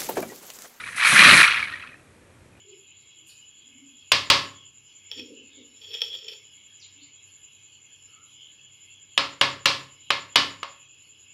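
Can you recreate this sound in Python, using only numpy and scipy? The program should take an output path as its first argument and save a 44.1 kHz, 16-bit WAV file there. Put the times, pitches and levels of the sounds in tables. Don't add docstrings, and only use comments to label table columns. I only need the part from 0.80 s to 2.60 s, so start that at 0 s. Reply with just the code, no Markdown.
import sys
import numpy as np
from scipy import signal
from scipy.io import wavfile
from scipy.ndimage import uniform_filter1d

SR = 44100
rng = np.random.default_rng(int(sys.argv[2]) if len(sys.argv) > 2 else 0)


def pcm_store(signal):
    levels = np.round(np.clip(np.atleast_2d(signal), -1, 1) * 32767)
    wavfile.write(sys.argv[1], SR, levels.astype(np.int16).T)


N = 79380
T = np.arange(N) / SR


def amp(db):
    return 10 ** (np.asarray(db) / 20)


def unit(x):
    return x / np.sqrt(np.mean(x ** 2) + 1e-20)


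def curve(points):
    return np.interp(T, *np.transpose(points))


def spectrum(points, hz):
    table_hz, db = np.transpose(points)
    return np.interp(np.log(hz + 1), np.log(table_hz + 1), db)


def add(mix, start_s, sound):
    part = mix[max(round(start_s * SR), 0):][:len(sound)]
    part += sound[:len(part)]


def colour(x, points, size=4096):
    log_gain = np.log(amp(spectrum(points, abs(np.fft.fftfreq(size, 1 / SR)))))
    response = np.fft.ifft(np.exp(np.conj(signal.hilbert(log_gain)))).real[:size // 2]
    return signal.fftconvolve(x, response)[:len(x)]


def steady(x, size=1500):
    power = uniform_filter1d(uniform_filter1d(x ** 2, size), size)
    return x / np.sqrt(abs(power) + 1e-12)


def contacts(per_s, spread_db, max_db):
    strength = amp(np.minimum(spread_db * rng.exponential(1, N), max_db))
    return strength * rng.choice([-1., 1.], N) * (rng.random(N) < per_s / SR)


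def quill(hz, ring_s, tick_db, bounce_s, bounces):
    t = T[:3000]
    fade = amp(-60 * t / ring_s)
    ring = fade * np.sin(2 * np.pi * hz * t)
    overtone = amp(-9) * fade ** 2 * np.sin(2 * np.pi * hz * 2.1 * t)
    tick = 2 * np.exp(-t / .0007) * rng.standard_normal(len(t))
    knock = ring + overtone + amp(tick_db) * tick
    out = knock.copy()
    for k, (delay, flip) in enumerate(rng.random((bounces, 2))):
        add(out, (k + delay) / bounces * bounce_s, amp(-4) * np.sign(flip - .5) * knock)
    return out


# time_s, level_db
SHAKE_LEVEL = [(0, -34.5), (.03, -41.5), (.08, -34.5), (.11, -43), (.16, -38), (.185, -26.5), (.255, -15),
               (.3, -18), (.35, -16), (.39, -10.5), (.51, -9), (.56, -14), (.6, -11), (.645, -14.5),
               (.67, -19.5), (.79, -24), (.815, -32), (.86, -32), (.95, -40.5), (1.06, -44.5),
               (1.14, -57.5), (1.25, -63.5), (1.8, -66.5)]
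# frequency_hz, level_db
COAT_TONE = [(100, -35.5), (420, -29.5), (720, -21.5), (900, -13), (1170, -2), (1350, -4.5), (1550, -4),
             (1900, -1), (2100, -5), (2380, 0), (2680, -3), (2950, -4.5), (3280, -7), (3600, -11.5),
             (4100, -10.5), (5000, -15.5), (6500, -29.5), (11500, -35.5)]

def rattle(count=120, low_hz=1107.4, high_hz=4293, calm_per_s=750, extra_per_s=800):
    level = amp(curve(SHAKE_LEVEL))
    hits = contacts(calm_per_s + extra_per_s * level / level.max(), spread_db=7, max_db=12)
    which = rng.integers(0, count, N)
    pitches = low_hz * (high_hz / low_hz) ** ((np.arange(count) + rng.random(count)) / count)
    knocks = [unit(quill(hz, ring_s=.018, tick_db=6, bounce_s=.004, bounces=2)) for hz in pitches]
    out = np.zeros(N)
    for at in np.flatnonzero(hits):
        add(out, at / SR, hits[at] * knocks[which[at]])
    return level * steady(colour(out, COAT_TONE), size=600)


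# time_s, level_db
SLIDE_LEVEL = [(0, -51.5), (.1, -46.5), (.155, -49), (.165, -35.5), (.22, -37.5), (.28, -23.5),
               (.46, -24.5), (.55, -22), (.62, -25), (.7, -41), (.84, -50.5), (.9, -56.5), (1.2, -71),
               (1.8, -81)]
# frequency_hz, level_db
SLIDE_TONE = [(100, -27.5), (420, -13), (750, -1), (1500, -7), (5000, -2.5), (6500, -1), (8000, -3),
              (9400, 4), (10500, 1), (11700, -7)]

def sliding_hiss():
    scrapes = contacts(per_s=9000, spread_db=5, max_db=12.5)
    return amp(curve(SLIDE_LEVEL)) * steady(colour(scrapes, SLIDE_TONE))


# time_s, level_db
WIND_LEVEL = [(0, -54), (.4, -50), (.75, -48.5), (1.05, -54.5), (1.35, -54), (1.62, -54), (1.8, -55)]
# frequency_hz, level_db
WIND_TONE = [(20, -48.5), (35, -32.5), (55, -7.5), (100, 0.5), (150, -6), (300, -7), (420, -12), (520, -10),
             (800, -17.5), (1500, -20), (2400, -22.5), (4800, -31), (8500, -28.5), (11500, -32.5)]

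def wind(size=2048):
    hz = np.fft.rfftfreq(size, 1 / SR)
    real, imag, drift = rng.standard_normal((N // (size // 4) + 5, len(hz), 3)).T
    drift = uniform_filter1d(drift, size=8, axis=0)
    drift_db = unit(uniform_filter1d(drift, size=10, axis=1))
    bands = (real + 1j * imag) * amp(spectrum(WIND_TONE, hz)[:, None] + drift_db)
    rush = signal.istft(bands, nperseg=size, noverlap=size * 3 // 4)[1][:N]
    return amp(curve(WIND_LEVEL)) * unit(rush)


def strikes(rows, ring_s, tick_db):
    out = np.zeros(N)
    for start_s, level_db, pitch_hz in rows:
        knock = colour(quill(pitch_hz, ring_s, tick_db, bounce_s=.0045, bounces=4), COAT_TONE)
        add(out, start_s, amp(level_db) * knock / abs(knock).max())
    return out


# start_s, level_db, pitch_hz
LOUD_CLACKS = [(.039, -24, 2310), (.085, -28, 1900), (.127, -31, 1890), (.145, -32, 1950),
               (.178, -22, 1980), (.212, -13, 2350), (.249, -8, 2320), (.27, -8, 2300), (.362, -3, 1950),
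               (.3675, -4, 1600), (.3935, -1, 1760), (.449, -3, 2000), (.488, -3, 2300), (.506, -3, 2700),
               (.538, -3, 2300), (.57, -6, 2010), (.611, -4, 1900), (.639, -2, 2270), (.645, -5, 2400),
               (.678, -9, 1390), (.7165, -11, 2630), (.801, -17, 2500), (.827, -14, 2260),
               (.925, -24, 1840), (.9375, -25, 1900), (.957, -27, 2300), (.998, -30, 1920),
               (1.025, -29, 2590), (1.037, -30, 1400), (1.072, -34, 2590)]

def clacks():
    return strikes(LOUD_CLACKS, ring_s=.02, tick_db=3.5)


# start_s, level_db, pitch_hz
BODY_THUDS = [(.284, -35, 185), (0.323, -20, 196), (0.362, -30, 180), (0.381, -21, 205), (.412, -20, 170),
              (0.448, -17, 155), (.458, -18, 250), (0.472, -15.5, 162), (0.515, -16, 168.6),
              (.53, -16.5, 168), (.561, -16, 185), (.59, -25, 180), (.69, -42, 110), (.765, -46, 161)]
# pitch_multiple, width_hz, level_db
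THUD_RINGS = [(1, 50, 0), (1.75, 110, -4), (3.4, 260, -3)]

def thuds(size=5000, rise_s=.012, fall_s=.016, low_cut_hz=125):
    t, out = T[:size], np.zeros(N)
    for start_s, level_db, pitch_hz in BODY_THUDS:
        scuff = rng.standard_normal(size) * np.minimum(t / rise_s, 1) * np.exp(-t / fall_s)
        thud = np.zeros(size)
        for multiple, width_hz, ring_db in THUD_RINGS:
            ring = np.exp(-np.pi * width_hz * t) * np.sin(2 * np.pi * pitch_hz * multiple * t)
            thud += amp(ring_db) * unit(signal.fftconvolve(scuff, ring)[:size])
        add(out, start_s, amp(level_db) * thud / abs(thud).max())
    return signal.sosfilt(signal.butter(2, low_cut_hz, "high", fs=SR, output="sos"), out)


# start_s, level_db, pitch_hz
LAST_TAPS = [(1.046, -42, 2530), (1.09, -39.5, 2524), (1.102, -57, 2620), (1.117, -39.5, 1920),
             (1.128, -41, 2460), (1.142, -38, 1900), (1.154, -42, 2550), (1.198, -48, 2596),
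             (1.728, -56.5, 2480), (1.752, -50, 2390), (1.776, -50, 2410)]

def settling_taps():
    return strikes(LAST_TAPS, ring_s=.04, tick_db=6)


def soften(knocks, treble_hz=3700, loss_db_per_db=.21):
    lows = signal.sosfiltfilt(signal.butter(3, treble_hz, fs=SR, output="sos"), knocks)
    shake_db = curve(SHAKE_LEVEL)
    return lows + (knocks - lows) * amp(loss_db_per_db * (shake_db - shake_db.max()))


def ground_echo(x, size=9000, fade_s=.09):
    reflections = rng.standard_normal(size) * (rng.random(size) < .05)
    tail = reflections * amp(-60 * T[:size] / fade_s)
    return signal.fftconvolve(x, tail / np.linalg.norm(tail))[:N]


def scene():
    knocks = rattle() + clacks() + settling_taps()
    animal = soften(knocks) + sliding_hiss() + thuds()
    return (animal + amp(-9) * ground_echo(animal) + wind())[None]


def record(dry):
    clipped = np.clip(dry, -1, 1)
    treble_cut = signal.firwin(801, 11800, window=("kaiser", 8), fs=SR)
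    return signal.oaconvolve(clipped, treble_cut[None], "same")


dry = scene()
out = record(dry)
pcm_store(out)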